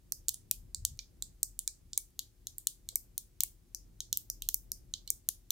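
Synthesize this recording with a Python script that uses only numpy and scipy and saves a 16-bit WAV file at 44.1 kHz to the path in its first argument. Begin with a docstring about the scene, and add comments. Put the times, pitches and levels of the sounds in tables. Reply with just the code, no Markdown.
"""Sharp clicks come first: long fingernails tap a hand-held metal lotion bottle near a stereo microphone. Each
nail makes the metal wall ring briefly, the hand damps it, and a small, soft room answers. Underneath, hands
shift on a towel, which rustles while the padded table gives a muffled rumble. A faint hum, partly the table's
low resonance, and a microphone hiss run all the way through."""
import sys
import numpy as np
from scipy import signal
from scipy.fft import rfft, irfft, next_fast_len
from scipy.io import wavfile
from scipy.ndimage import uniform_filter1d, map_coordinates

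SR = 44100
rng = np.random.default_rng(int(sys.argv[2]) if len(sys.argv) > 2 else 0)


def inscribe(sig):
    """Save sig as 16-bit PCM at rate SR to the path in sys.argv[1].

    A 1-D sig is mono; a 2-D sig holds one channel per row.
    Samples are clipped to [-1, 1] before scaling.
    """
    pcm = np.round(np.clip(np.atleast_2d(sig).T, -1, 1) * 32767)
    wavfile.write(sys.argv[1], SR, pcm.astype(np.int16))


N = 242991

# the steady faint tones: (frequency [Hz], level [dB]); the lowest, near 103 Hz, is the padded table's
# resonance, the rest the room's hum
HUM_TONES = [(102.5, -82), (360.7, -84), (473, -97.5), (527, -99), (829, -101)]
# the tone colour of each noise: (frequency [Hz], relative level [dB])
HISS_COLOUR = [(100, -2), (1500, -1), (2800, -1.5), (6500, 1), (10000, 0), (15600, -.5), (16300, -25)]  # microphone
RUMBLE_COLOUR = [(12, -40), (24, -19.5), (32, -5.5), (40, 4.5), (50, -9.5), (62, -15), (100, -34),
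                 (400, -100)]  # the table's deepest sound
THUD_COLOUR = [(40, -28), (60, 1.5), (80, -4), (92, -7), (103, 1.5), (128, -9.5), (190, -18), (300, -44.5),
               (700, -87.5)]  # the table, a little higher
CLOTH_COLOUR = [(60, -14.5), (170, 5.5), (330, 1.5), (430, -6.5), (700, -14), (1100, -23), (2000, -29),
                (6000, -36.5)]  # towel
WEAK_TONES_COLOUR = [(300, -28.5), (1000, -20.5), (1900, -19.5), (3000, -10), (6000, -4), (9000, 1),
                     (11000, 6.5), (16000, -8)]  # the bottle's many weak, crowded tones
ROOM_COLOUR = [(500, -3), (3000, 0.5), (7000, -2.5), (10000, -2), (13000, -4.5), (15600, -5), (16400, -19)]  # the room's answer
# how much the hands move on the towel: (time [s], relative level [dB])
HAND_MOTION = [(0, -0.5), (1.3, 0.5), (1.45, -3.5), (3.6, -3), (4.2, 2), (5.2, 0), (5.51, -2)]
# a hand presses into the padded table: (time [s], half length [s], rumble [dB], thud [dB])
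HAND_PRESSES = [(0.624, 0.073, -54.5, -59), (0.819, .055, -46.5, -49.5), (0.917, .04, -71.5, -50),
                (1.865, 0.055, -56, -63), (4.59, 0.21, -53.5, -73)]
# soft brushes of cloth: (time [s], level [dB], strongest frequency [Hz], half length [s])
CLOTH_BRUSHES = [(2.929, -64.5, 480, 0.01), (3.046, -71, 600, 0.0045)]
# how long the room rings: (frequency [Hz], time to fade by 60 dB [s])
ROOM_FADE = [(500, 0.28), (2500, 0.18), (5000, 0.23), (9000, 0.21), (15000, 0.23)]
# first echoes from nearby surfaces: (delay [s], level against the click [dB])
NEAR_ECHOES = [(.0059, -30), (0.0134, -29)]
# the shell's hollow knock drifts with the grip: (time [s], upper tone [Hz], lower tone against it [dB])
KNOCK_TONES = [(0.498, 2500, -27), (1.196, 2320, -16), (1.701, 2333, -5.5), (2, 2264, -22),
               (2.948, 2223, -30), (5.102, 2270, -19)]
# the main tones of the bottle wall: (frequency [Hz], relative level [dB], base time to fade by 60 dB [s])
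WALL_TONES = [(3050.0, -12, 0.02), (3750.0, -7, 0.009), (4280.0, -6, 0.013), (4830.0, -7, 0.005),
              (5810.0, 0, 0.005), (6280.0, -1, 0.008), (6870.0, 5, 0.005), (7640.0, 4, 0.006),
              (8240.0, 3, 0.005), (9260.0, -3, 0.009), (9820.0, -6, 0.006), (12030.0, -1, 0.007),
              (12770.0, 1, 0.005), (14010.0, -7, 0.005), (15100.0, -4, 0.005)]
# the dull tick of the finger behind the nail: (frequency [Hz], relative level [dB])
FINGER_COLOUR = [(150, -11), (700, -3.5), (1500, 10.0), (2500, -6.5), (8000, -9)]
# nails that only graze the bottle: (time [s], relative level [dB])
NAIL_GRAZES = [(.339, -44), (0.973, -54), (2.105, -61)]
# nail taps: (time [s], level [dB], wall pitch [ratio], spot along the wall [0-1], spot around it [0-1],
# low edge of the click [Hz], brightness [dB], knock against the click [dB], left minus right [dB])
NAIL_TAPS = [(0.122, -28.1, 1.02, 0.13, 0.45, 4400.0, 4.0, -47.0, -5.0),
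             (0.2838, -24.3, 1.01, 0.34, 0.2, 3200.0, -0.0, -41.0, -2.0),
             (0.292, -26.9, 0.99, 0.1, 0.05, 2900.0, 7.0, -41.0, -4.0),
             (0.3431, -38.9, 1.07, 0.08, 0.4, 2900.0, 8.0, -43.0, -3.0),
             (0.5123, -22.8, 0.93, 0.09, 0.05, 2600.0, 15.0, -28.0, 0.0),
             (0.7467, -32.1, 0.98, 0.16, 0.1, 3900.0, -9.0, -44.0, -4.0),
             (0.8511, -23.2, 1.02, 0.05, 0.0, 2900.0, -1.0, -50.0, 0.0),
             (0.9913, -36.8, 1.01, 0.12, 0.5, 2900.0, -15.0, -17.0, -5.0),
             (1.2237, -31.5, 0.93, 0.17, 0.0, 3500.0, -1.0, -44.0, -5.0),
             (1.431, -22.6, 0.99, 0.18, 0.35, 4400.0, -4.0, -52.0, 0.0),
             (1.5916, -30.7, 1.02, 0.34, 0.2, 2900.0, 12.0, -51.0, 2.0),
             (1.6769, -27.0, 0.93, 0.16, 0.35, 3900.0, -6.0, -29.0, 1.0),
             (1.9327, -37.0, 0.97, 0.16, 0.1, 3200.0, -16.0, -39.0, -3.0),
             (1.9768, -22.9, 1.05, 0.09, 0.35, 3200.0, 12.0, -32.0, 2.0),
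             (2.1923, -31.0, 0.96, 0.11, 0.2, 2900.0, -1.0, -46.0, 3.0),
             (2.4703, -35.1, 0.96, 0.21, 0.45, 3200.0, 2.0, -47.0, 1.0),
             (2.5826, -36.2, 0.98, 0.43, 0.15, 3200.0, 20.0, -43.0, 3.0),
             (2.6711, -23.0, 0.99, 0.26, 0.2, 2900.0, 6.0, -52.0, 2.0),
             (2.889, -34.9, 0.97, 0.18, 0.45, 3200.0, -3.0, -31.0, 1.0),
             (2.9572, -23.0, 0.98, 0.19, 0.35, 4400.0, 9.0, -31.0, 3.0),
             (3.1792, -29.7, 1.0, 0.02, 0.3, 3200.0, 3.0, -53.0, 4.0),
             (3.4062, -23.5, 0.99, 0.1, 0.0, 2600.0, 7.0, -37.0, 2.0),
             (3.4355, -23.5, 0.99, 0.09, 0.0, 2600.0, 20.0, -31.0, 3.0),
             (3.7478, -34.6, 0.95, 0.4, 0.3, 4400.0, 0.0, -54.0, 5.0),
             (4.005, -33.4, 1.06, 0.27, 0.05, 3200.0, -12.0, -52.0, -1.0),
             (4.1285, -24.9, 0.97, 0.1, 0.3, 2900.0, 1.0, -48.0, -1.0),
             (4.1729, -26.7, 0.99, 0.1, 0.05, 2900.0, 18.0, -48.0, 1.0),
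             (4.3006, -30.4, 1.0, 0.12, 0.4, 4400.0, 0.0, -55.0, 0.0),
             (4.4218, -35.2, 1.04, 0.2, 0.4, 2600.0, -3.0, -41.0, -4.0),
             (4.4888, -24.4, 0.97, 0.1, 0.3, 2900.0, 9.0, -52.0, -1.0),
             (4.5437, -23.4, 1.0, 0.45, 0.5, 5000.0, 10.0, -42.0, 0.0),
             (4.7181, -30.6, 1.01, 0.34, 0.4, 4400.0, -4.0, -52.0, 1.0),
             (4.9386, -30.8, 1.07, 0.3, 0.35, 2900.0, -19.0, -41.0, -4.0),
             (5.0766, -40.9, 0.98, 0.42, 0.5, 3200.0, -14.0, -28.0, -8.0),
             (5.1034, -23.3, 0.95, 0.18, 0.3, 5000.0, 5.0, -37.0, 0.0),
             (5.2888, -23.1, 0.97, 0.39, 0.25, 2900.0, 11.0, -55.0, 3.0),
             (5.5059, -24.6, 0.97, 0.11, 0.3, 2900.0, 4.0, -43.0, 2.0)]

HISS_DB, TOP_HZ = -75.6, 16700
RUMBLE_DB, THUD_DB, CLOTH_DB = -59.5, -64.5, -70.5  # when the hand motion is at 0 dB
FIRM_TAP_DB = -23  # lighter taps are counted down from this level


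def amp(db):
    """Turn decibels into a number to multiply a sound by."""
    return 10 ** (np.asarray(db) / 20)


def unit(x):
    """Scale a sound so that its average level (rms) is 1."""
    return x / np.sqrt(np.mean(x ** 2) + 1e-20)


def along(points, hz):
    """Read between (frequency, value) points on a logarithmic frequency scale."""
    frequencies, values = np.transpose(points)
    return np.interp(np.log(hz + 1), np.log(frequencies + 1), values)


def filtered(x, gain):
    """Turn each frequency of a sound up or down by gain(frequency)."""
    size = x.shape[-1]
    padded = next_fast_len(size + SR // 10)
    return irfft(rfft(x, padded) * gain(np.fft.rfftfreq(padded, 1 / SR)), padded)[..., :size]


def causal(gain):
    """Make a filter with this gain that lets nothing sound before the blow (minimum phase)."""
    cepstrum = irfft(np.log(np.maximum(gain, 1e-6)))
    half = cepstrum.shape[-1] // 2
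    cepstrum[..., 1:half] *= 2
    cepstrum[..., half + 1:] = 0
    return np.exp(rfft(cepstrum))


def sides(pan_db):
    """Left and right gains that make the left side pan_db louder than the right."""
    pair = amp(np.array([[.5], [-.5]]) * pan_db)
    return pair / np.sqrt(np.mean(pair ** 2, axis=0))


def noise(colour, side_db, size=N):
    """Stereo noise of level 1 with this tone colour; a higher side_db makes it wider."""
    mid, side = filtered(rng.standard_normal((2, size)), lambda hz: amp(along(colour, hz)))
    return unit(np.array([mid + amp(side_db) * side, mid - amp(side_db) * side]))


def wobble(per_second):
    """A smooth curve through this many random values a second."""
    return map_coordinates(rng.standard_normal(256), [np.arange(N) * per_second / SR], mode="wrap")


def add(track, time, sound):
    """Mix a sound into the track, starting at a time in seconds."""
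    part = track[:, max(round(time * SR), 0):][:, :sound.shape[1]]
    part += sound[:, :part.shape[1]]


def hum_and_hiss():
    """A few faint, wavering tones hum (the lowest from the padded table, the rest from the room), and the
    microphone hisses."""
    t = np.arange(N) / SR
    drift_times = np.linspace(0, N / SR, num=20)
    hum = np.zeros(N)
    for hz, db in HUM_TONES:
        drift = np.interp(t, drift_times, 1.9 * rng.standard_normal(len(drift_times)))
        hum += amp(db) * np.sqrt(2) * np.sin(2 * np.pi * hz * t + drift)
    return hum + amp(HISS_DB) * noise(HISS_COLOUR, side_db=-2)


def hands_on_towel():
    """Hands press and slide unevenly: the padded table rumbles and thuds under a soft, wide rustle."""
    t = np.arange(N) / SR
    motion_db = np.interp(t, *np.transpose(HAND_MOTION)) + 1.46 * wobble(per_second=9)
    rumble = amp(RUMBLE_DB + 1.4 * motion_db)
    thud = amp(THUD_DB + motion_db)
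    for time, half_length, rumble_db, thud_db in HAND_PRESSES:
        swell = np.exp(-((t - time) / half_length) ** 2)
        rumble = np.hypot(rumble, amp(rumble_db) * swell)
        thud = np.hypot(thud, amp(thud_db) * swell)
    table = rumble * noise(RUMBLE_COLOUR, side_db=-18) + thud * noise(THUD_COLOUR, side_db=-17)
    cloth = amp(CLOTH_DB + motion_db) * noise(CLOTH_COLOUR, side_db=-2)
    for time, db, hz, half_length in CLOTH_BRUSHES:
        swell = np.exp(-((t - time) / half_length) ** 2)
        colour = [(hz / 3, -25), (hz, 0), (hz * 2, -16), (hz * 10, -50)]
        cloth += amp(db) * swell * noise(colour, side_db=7)
    return table * sides(2.5) + cloth


def room_tail():
    """The room's many echoes blur into a fading noise, new on every call."""
    hz, t, spectrum = signal.stft(rng.standard_normal((2, SR // 3)), SR, nperseg=128)
    fade = amp(along(ROOM_COLOUR, hz)[:, None] - 60 * t / along(ROOM_FADE, hz)[:, None])
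    tail = signal.istft(spectrum * fade, SR, nperseg=128)[1]
    tail *= np.clip(np.arange(tail.shape[1]) / SR / .003, 0, 1)  # builds up over 3 ms
    return tail / np.linalg.norm(tail[0])


def shell_knock(time, size=2048):
    """The bottle's whole shell rings with two low tones: a hollow knock."""
    t = np.arange(size) / SR
    times, upper_hz, lower_db = np.transpose(KNOCK_TONES)
    phase = 2 * np.pi * np.interp(time, times, upper_hz) * t
    lower_tone = amp(np.interp(time, times, lower_db)) * np.sin(.73 * phase)
    ring = (np.sin(phase) + lower_tone) * amp(-60 * t / .029)
    rise = 1 - np.exp(-t / .0007)
    return sides(-4) * unit(ring * rise) / np.sqrt(size)


def wall_ring(t, pitch, along_wall, around_wall, ring_db):
    """The spot under the nail decides which tones sound; a looser grip (higher ring_db) lengthens them."""
    hz, db, base_fade = np.transpose(WALL_TONES)[:, :, None]
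    lengthwise = np.arange(1, len(WALL_TONES) + 1)[:, None]  # each tone bends the wall in its own pattern
    around = lengthwise % 4 + 1
    drive = .1 + (np.sin(np.pi * along_wall * lengthwise) * np.cos(np.pi * around_wall * around)) ** 2
    # each tone reaches each side with its own level and delay
    scatter, lag = rng.standard_normal((2, 2, len(WALL_TONES), 1))
    phase = 2 * np.pi * pitch * hz * t + .42 * lag
    fade_time = base_fade * amp(.2 * np.clip(ring_db, -12, 6) + 2.3)
    main_tones = np.sum(drive * amp(db + 1.3 * scatter - 60 * t / fade_time) * np.cos(phase), axis=1)
    rise = 1 - .45 * np.exp(-t / .00014)  # the nail's tip flexes as it lands
    weak_tones = noise(WEAK_TONES_COLOUR, side_db=-3, size=len(t)) * amp(-60 * t / .008)
    return unit(main_tones * rise) + amp(-15 + .4 * ring_db) * unit(weak_tones)


def nail_click(pitch, along_wall, around_wall, edge_hz, bright_db, pan_db, lighter_db, size=2048):
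    """One nail hits the wall: gives the click at the microphone and the sound sent into the room."""
    t, hz = np.arange(size) / SR, np.fft.rfftfreq(size, 1 / SR)
    ring_db = -8.5 + .074 * lighter_db  # a lighter finger damps the wall less
    ring = wall_ring(t, pitch, along_wall, around_wall, ring_db)
    # a nail tip is bright; a flatter nail is duller
    contact = amp(along([(4000, .8), (6500, 0), (9500, bright_db), (15200, bright_db),
                         (16800, bright_db - 9)], hz))
    low_cut = 1 / np.sqrt(1 + (edge_hz / (hz + 1)) ** 30) + amp(-44)
    treble_pan_db = pan_db - .83 * lighter_db  # the treble of lighter taps leans to the right
    pan = sides(along([(6500, pan_db), (11000, treble_pan_db)], hz))
    spectrum = rfft(ring) * causal(contact * low_cut * pan)
    finger = amp(-50.5) * unit(irfft(causal(amp(along(FINGER_COLOUR, hz)))))
    click = unit(irfft(spectrum)) + finger
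    # the room hears the wall from all sides, so peaks and dips even out
    power = np.abs(uniform_filter1d(np.mean(np.abs(spectrum) ** 2, axis=0), size=90))
    evened = np.sqrt(power + amp(-16) ** 2 * power.max())
    into_room = unit(irfft(causal(evened * low_cut * sides(pan_db * .3))))
    return click / np.sqrt(size), into_room / np.sqrt(size)


def nails_on_bottle():
    """Each tap clicks, knocks and echoes round the room; a graze is just a tiny burst of noise."""
    track = np.zeros((2, N))
    for time, db, pitch, along_wall, around_wall, edge_hz, bright_db, knock_db, pan_db in NAIL_TAPS:
        strength = amp(db) * np.sqrt(SR / 200)  # the energy of 5 ms at this level
        lighter_db = FIRM_TAP_DB - db
        click, into_room = nail_click(pitch, along_wall, around_wall, edge_hz, bright_db, pan_db,
                                      lighter_db)
        knock = amp(knock_db) * shell_knock(time)
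        add(track, time, strength * (click + knock))
        for delay, echo_db in NEAR_ECHOES:
            for side in np.eye(2)[:, :, None]:  # each side gets the echo at its own moment
                arrival = time + delay + .00041 * rng.standard_normal()
                add(track, arrival, strength * amp(echo_db) * side * click)
        room = signal.fftconvolve(into_room + knock, room_tail(), axes=1)
        room_db = -15.5 + .35 * lighter_db  # lighter taps have a larger share of room sound
        add(track, time, strength * amp(room_db) * room)
    t = np.arange(SR // 20) / SR
    for time, db in NAIL_GRAZES:
        graze = noise(WEAK_TONES_COLOUR, side_db=-6, size=len(t)) * amp(-60 * t / .016)
        add(track, time, amp(db - 3) * graze)
    return track


def scene():
    """Mix the taps with the towel and the quiet background."""
    return nails_on_bottle() + hands_on_towel() + hum_and_hiss()


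def record(dry):
    """The recorder cuts the treble off steeply above TOP_HZ."""
    return filtered(dry, lambda hz: 1 / np.sqrt(1 + (hz / TOP_HZ) ** 160))


dry = scene()
out = record(dry)
inscribe(out)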